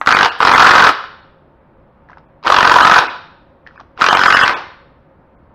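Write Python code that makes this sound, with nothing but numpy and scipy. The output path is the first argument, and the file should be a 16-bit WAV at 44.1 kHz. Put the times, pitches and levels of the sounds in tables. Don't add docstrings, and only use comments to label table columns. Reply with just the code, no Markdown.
import sys
import numpy as np
from scipy import signal
from scipy.fft import rfft, irfft, next_fast_len
from scipy.io import wavfile
from scipy.ndimage import uniform_filter1d

SR = 44100
rng = np.random.default_rng(int(sys.argv[2]) if len(sys.argv) > 2 else 0)


def decibels_to_gain(level_db):
    exponent = np.asarray(level_db, float) / 20
    return 10 ** exponent


def unload_wav(signal):
    wavfile.write(
        sys.argv[1],
        SR,
        np.round(np.clip(np.atleast_2d(signal).T, -1, 1) * 32767).astype(np.int16),
    )


N = 244314


def evened(x):
    return x / np.sqrt(np.mean(x ** 2) + 1e-20)


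def read(points, hz):
    f, value = np.transpose(points)
    return np.interp(np.log(hz + 1), np.log(f + 1), value)


def colour(x, points):
    size = next_fast_len(len(x))
    gain = decibels_to_gain(read(points, np.fft.rfftfreq(size, 1 / SR)))
    return irfft(rfft(x, size) * gain, size)[:len(x)]


def resonate(x, hz, width):
    return signal.lfilter(*signal.iirpeak(hz, hz / width, SR), x)


def add(mix, s, sound):
    mix[round(s * SR):][:len(sound)] += sound


# frequency in Hz, density in dB per Hz.
AIR_COLOUR = [(12, -26), (20, -3), (65, 2), (86, -6), (163, -7), (300, -9.5), (341, -9), (441, -14),
              (541, -10), (615, -12), (1230, -14), (1840, -22), (9000, -55), (11700, -89.5), (19800, -120)]
# frequency in Hz, width in Hz, level in dB.
FAN = [(539.8, 43, -62.5), (153.9, 15, -64), (906.6, 37, -66)]


def air():
    wash_db = -52
    frames, hz = N // 256 + 5, np.fft.rfftfreq(1024, 1 / SR)
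    a, b, patches = rng.standard_normal((frames, 513, 3)).T
    patches = uniform_filter1d(patches, 8, 0)
    patches = evened(uniform_filter1d(patches, 14, 1))
    z = (a + 1j * b) * decibels_to_gain(read(AIR_COLOUR, hz)[:, None] + 0.5 * patches)
    wash = decibels_to_gain(wash_db) * evened(signal.istft(z, nperseg=1024, noverlap=768)[1][:N])
    hiss = rng.standard_normal(N)
    tones = sum(decibels_to_gain(db) * evened(resonate(resonate(hiss, f, w), f, w)) for f, w, db in FAN)
    return wash + tones


# frequency in Hz, width in Hz, level in dB.
CASTING = [(800, 300, -8), (1050, 260, -2), (1500, 300, -4), (1900, 400, -10)]
# frequency in Hz, gain in dB.
CRACK = [(1500, -49), (2200, 8), (3300, 5), (4300, 3.5), (5500, -2.5), (6500, -19), (8000, -6)]


def strikes(rows, width_hz, skirt_hz, casting_db, crack_db, after_db, after_ms):
    thud_hz, thud_db = 328, -18
    out, t = np.zeros(N + 2048), np.arange(2048) / SR
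    chance = rng.standard_normal((len(rows), 2048))
    crack_response = colour(np.eye(1, 128, 24)[0], CRACK)
    swell = 1 - np.exp(-t / 0.0004)
    for (s, db, rattle_ms, hz, share_db), noise in zip(rows, chance):
        chatter = noise * (1 + 6 * np.exp(-t / 0.00024))
        force = np.exp(-(1000 * t / rattle_ms) ** 4)
        shape = np.maximum(force, decibels_to_gain(after_db) * np.exp(-1000 * t / after_ms))

        casting = np.zeros(len(t))
        for k, (f, w, level_db) in enumerate(CASTING):
            casting += (-1) ** k * decibels_to_gain(level_db) * resonate(chatter, f, w)
        ring = resonate(chatter, hz, width_hz) + decibels_to_gain(casting_db) * casting
        ring = resonate(ring, hz, skirt_hz)
        ring /= np.sqrt(uniform_filter1d(ring ** 2, size=90) + 0.039 * np.mean(ring ** 2))

        thud = resonate(chatter * force, thud_hz, 660)
        crack = noise * abs(noise) * shape * np.exp(-t / 0.015)
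        crack = signal.fftconvolve(crack, crack_response)[24:2072]
        for part, part_db in [(ring * shape * swell, 0), (thud, thud_db), (crack, share_db + crack_db)]:
            add(out, s, decibels_to_gain(db + part_db) * part / abs(part).max())
    return out[:N]


# first blow in seconds, last blow in seconds, gap in ms, ring in Hz, rattle in ms.
HAMMERING = [
    (0.0721, 0.107, 19.2, 1330, 3.1),
    (0.148, 0.2293, 20.4, 1294, 4.6),
    (0.4283, 0.5572, 21.3, 1174, 5.3),
    (0.579, .7798, 22.2, 1298, 8.5),
    (0.8, 0.8902, 21.7, 1323, 7.1),
    (2.5002, 2.6279, 21.9, 1177, 5.5),
    (2.651, 2.9863, 22.3, 1171, 5),
    (4.0182, 4.1088, 21.8, 1485, 4.1),
    (4.1277, 4.2355, 21.6, 1158, 3.4),
    (4.258, 4.4343, 22.2, 1492, 6.6),
]
# time in seconds, peak in dB, rattle in ms.
SLACK = [(0.5283, 2, 2), (0.5488, 9, 3.7), (0.5956, 11, 4.2), (0.6213, 11, 2.7), (0.6444, 6, 1.2),
         (0.6632, 6, 7), (0.684, 0.5, 2.2), (0.7075, 7.5, 6), (0.7442, 1.5, 5.8), (0.7525, 11, 3.8),
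         (0.7952, 5.5, 2.6), (0.84, 11, 2.9), (0.8632, -3, 4), (2.6456, 3.5, 6.6), (2.6689, -2, 5.5),
         (2.7133, 3, 9.7), (2.7579, 4.5, 7.4), (2.802, 4, 9.8), (2.848, 7, 6.5), (2.8687, 6.5, 4.7),
         (2.9135, 9, 2.8), (2.9371, 4, 4.3), (2.9592, 5.5, 6), (2.9748, -6, 8.3), (2.9807, 6.5, 4.3),
         (4.2563, -0.5, 3), (4.3411, 2, 6), (4.428, 2, 4.7)]
# time in seconds, peak in dB, rattle in ms.
STUMBLES = [(0.0616, -7, 2.4), (0.1147, 3.5, 1.6), (0.1239, 10, 3.5), (0.2466, 5, 3.4), (0.2564, 1.5, 6.2),
            (0.4036, 3.5, 4.4), (0.4132, -3.5, 1.8), (.422, 1, 3.9), (0.4819, 1.5, 2.1), (2.465, -5, 1.4),
            (2.4706, 6.5, 2.3), (2.4789, 2.5, 2.5), (4.0121, 3, 1.0), (4.4586, -3.5, 13), (4.4777, 2, 3.5),
            (4.5129, -13.5, 3.6)]


def blows():
    blow_db = 6.5
    even = []
    for first, last, gap_ms, _, rattle_ms in HAMMERING:
        count = round(1000 * (last - first) / gap_ms) + 1
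        even += [(s, blow_db, rattle_ms) for s in np.linspace(first, last, count)]

    late, weak = rng.standard_normal((len(even), 2)).T
    rebounds = []
    for (s, _, _), a, b in zip(even, late, weak):
        delay_ms, rebound_db, rebound_rattle_ms = 10.5 + 1.5 * a, -11 + 6.5 * b, 1.5
        rebounds.append((s + delay_ms / 1000, rebound_db, rebound_rattle_ms))

    s, db, rattle_ms = np.transpose(even + rebounds + SLACK + STUMBLES)
    a, b, c, d = np.clip(rng.standard_normal((len(s), 4)).T, -2, 2)
    starts, rings = np.transpose(HAMMERING)[[0, 3]]
    hz = np.interp(s, starts, rings) * np.exp(0.08 * c)
    glancing = np.repeat([0, 1, 0], [len(even), len(rebounds + SLACK), len(STUMBLES)])
    share_db = -10 + 1.54 * d - 3.5 * glancing
    return list(zip(s, db + 0.82 * a, rattle_ms * np.exp(0.2 * b), hz, share_db))


# time in
# seconds, peak in dB, rattle in ms, ring in Hz, crack share in dB.
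TRIGGER = [
    (0.0139, -3.5, 2.1, 1307, -35.5),
    (0.0206, -19.5, 1.24, 1194, -27.5),
    (.073, 5, 6.2, 1393, -21.5),
    (0.902, -10, 2.5, 1148, -14),
    (3.009, -6.5, 1.5, 1334, -12),
    (3.023, -15, 1.7, 1305, -27),
    (3.039, -8, 1.5, 1190, -19.5),
    (4.495, 3.5, 0.87, 1354, -12),
    (4.529, -11, 2.1, 1300, -31),
]


def hammer():
    return strikes(blows() + TRIGGER, width_hz=480, skirt_hz=1080, casting_db=-29.5, crack_db=12.5,
                   after_db=-12.0, after_ms=11)


# pull, full speed, release and standstill in seconds, level in dB.
PULLS = [
    (0.045, 0.075, .26, 0.36, -19),
    (.36, .43, 0.9, 0.97, -16.5),
    (2.429, 2.452, 3.005, 3.274, -20.5),
    (3.962, 3.999, 4.53, 4.77, -22),
]
# time in seconds, level in dB.
SCRAPE = [
    [(2.085, -64), (2.1, -53), (2.14, -60.5), (2.165, -64), (2.185, -58), (2.21, -65.5)],
    [(3.655, -62), (3.68, -51.5), (3.7, -62.5), (3.76, -52.5), (3.79, -60), (3.81, -51.5), (3.84, -67)],
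]
# frequency in Hz, density in dB per Hz.
WHIRR_COLOUR = [(24, -55.5), (40, -29), (193, -28.5), (263, -13.5), (336, -11), (611, -10.5), (996, 0.5),
                (1770, -11.5), (2310, -11.5), (5130, -21), (8000, -41), (10400, -80), (17600, -120)]


def whirr():
    load_db, still_db = 1.5, -58
    t, level = np.arange(N) / SR, np.zeros(N)
    for *s, db in PULLS:
        level += decibels_to_gain(np.interp(t, s, [still_db, db, db + load_db, still_db], -200, -200))
    for rows in SCRAPE:
        s, db = np.transpose(rows)
        level += decibels_to_gain(np.interp(t, s, db, -200, -200))
    strength = decibels_to_gain(1.5 * rng.exponential(1, N)) * rng.standard_normal(N)
    ticks = strength * (rng.random(N) < 6000 / SR)
    return level * evened(colour(ticks, WHIRR_COLOUR))


# time in seconds, peak in dB, ring in Hz, crack share in dB.
KNOCKS = [(1.0396, -16.5, 1290, -16), (2.088, -35, 1650, -17.5), (2.0974, -30, 1030, -26.5),
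          (2.1032, -36.5, 1670, -9.5), (2.1097, -41.5, 990, -29.5), (2.1162, -32, 980, -30.5),
          (2.131, -29, 1510, -24.5), (2.1718, -28, 1010, -29), (2.1823, -36, 1090, -5.5),
          (2.4283, -32, 1090, -6.5), (2.4368, -27, 1240, -3), (3.665, -26.5, 1780, -29),
          (3.6724, -26, 1790, -6.5), (3.6877, -39.5, 1420, -14), (3.709, -35.5, 1410, -22),
          (3.7585, -34, 1030, -10), (3.777, -28.5, 1420, -25), (3.7971, -27.5, 1220, -24),
          (3.8014, -27.5, 1090, -7), (3.8094, -30.5, 880, -13), (3.9759, -24.5, 1410, -8)]
# time in seconds, peak in dB, rattle in ms, ring in Hz, crack share in dB.
THUMPS = [
    (5.5, -51.5, 12, 190, -47),
    (3.816, -45, 10, 200, -40.5),
    (4.1, -39, 10, 200, -45),
    (3.5, -47, 5.3, 240, -49),
]


def knocks():
    touches = [(s, db, 3.2, hz, share_db) for s, db, hz, share_db in KNOCKS]
    return strikes(touches + THUMPS, width_hz=280, skirt_hz=900, casting_db=-16, crack_db=9,
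                   after_db=-1.5, after_ms=3.5)


# frequency in Hz, reverberation time in seconds.
SHOP = [(200, 0.3), (530, 0.69), (1390, .62), (3680, 0.69), (7000, 0.46)]
# delay in seconds, level in dB.
ECHOES = [(.004, -19), (.0075, -20), (.011, -16), (.016, -21), (.023, -22), (.031, -23)]


def shop(x):
    tail_db = -15.5
    taps = np.zeros(SR)
    at = np.arange(700, SR - 20, 20)
    taps[at + rng.integers(0, 20, len(at))] = rng.choice([-1., 1.], len(at))
    hz, t, z = signal.stft(taps, SR, nperseg=256)
    decay = decibels_to_gain(-60 * t / read(SHOP, hz)[:, None])
    tail = signal.istft(z * decay, SR, nperseg=256)[1]
    tail *= decibels_to_gain(tail_db) / np.linalg.norm(tail)
    for k, (s, db) in enumerate(ECHOES):
        tail[round(s * SR)] += (-1) ** k * decibels_to_gain(db)
    return signal.fftconvolve(x, tail)[:N]


def scene():
    tool = decibels_to_gain(-0.5) * hammer() + knocks() + whirr()
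    return (tool + shop(tool) + air())[None]


# frequency in Hz, gain in dB.
MIC = [(20, -3), (100, 4.5), (500, 4), (4500, -3.5), (5800, -3), (6600, -6), (7500, -26), (9000, -64.5),
       (15000, -83.5)]


def microphone(x):
    knee, ceiling = 5.5, 0.88
    clipped = x / (1 + abs(x / ceiling) ** knee) ** (1 / knee)
    return colour(clipped, MIC)


# time in seconds, one band in Hz, other band in Hz,
# gain elsewhere in dB.
STARVED = [(.143, 4530, 2299, -12), (.305, 4316, 2695, -38), (.548, 3387, 2152, -8), (1.225, 3650, 4250, 0),
           (2.27, 3370, 2520, -14.5), (2.83, 2970, 4024, -8.5), (3.085, 2650, 2100, -9),
           (3.77, 5000, 2430, -16), (4.11, 3088, 6366, -6.5), (4.153, 2993, 2290, -15.5),
           (4.215, 5160, 3125, -0.5), (4.285, 5150, 3125, -10), (4.35, 5186, 2800, -9),
           (4.405, 4920, 3220, -6), (4.435, 2820, 3257, -12.5), (4.55, 3500, 2400, -22),
           (5.37, 2190, 1300, -21.5)]
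# frequency in Hz, gain in dB.
SPECKS = [(5000, -45), (6200, 1), (7500, -2.5), (9000, -8.5), (12000, -12.5), (15500, -18), (15800, -60)]


def patchy_treble(x):
    kept_hz, kept_db = 199.6, 9.5
    specks_db, quiet_db = -32, -104
    hz, t, z = signal.stft(x, SR, nperseg=1024, noverlap=768)
    turn = np.exp(2j * np.pi * rng.random(z.shape[::-1]).T)
    held = np.repeat(turn[:, ::6], 6, 1)[:, :len(t)]
    steady = held * np.exp(2j * np.pi * hz[:, None] * t)

    for s, low_hz, high_hz, loss_db in STARVED:
        frames = abs(t - s) < 0.014
        kept = (abs(hz - low_hz) < kept_hz) | (abs(hz - high_hz) < kept_hz)
        gain = np.where(kept, decibels_to_gain(kept_db), decibels_to_gain(loss_db))
        smear = abs(z[:, frames]).mean(1, keepdims=True) * steady[:, frames] * gain[:, None]
        z[:, frames] = np.where(hz[:, None] > 1900, smear, z[:, frames])

    loudness = np.sqrt(uniform_filter1d((abs(z) ** 2).sum(0), size=6)) ** 1.69
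    lines, bands = rng.random((len(t) // 6 + 1, len(hz), 2)).T
    survive = (lines < 0.27) & (bands[np.arange(len(hz)) // 4] < 0.78)
    survive = np.repeat(survive, 6, 1)[:, :len(t)]
    z += decibels_to_gain(specks_db - 2.5 + read(SPECKS, hz))[:, None] * loudness * survive * steady
    z *= (abs(z) > decibels_to_gain(quiet_db)) | (hz[:, None] < 4300)
    return signal.istft(z, SR, nperseg=1024, noverlap=768)[1][:N]


def low_pass(x):
    return signal.sosfilt(signal.butter(12, 15680, fs=SR, output="sos"), x)


def record(dry):
    hiss = decibels_to_gain(-90.5) * rng.standard_normal(N)
    mix = patchy_treble(microphone(dry[0])) + hiss
    return low_pass(np.clip(mix, -1, 1)[None])


dry = scene()
out = record(dry)
unload_wav(out)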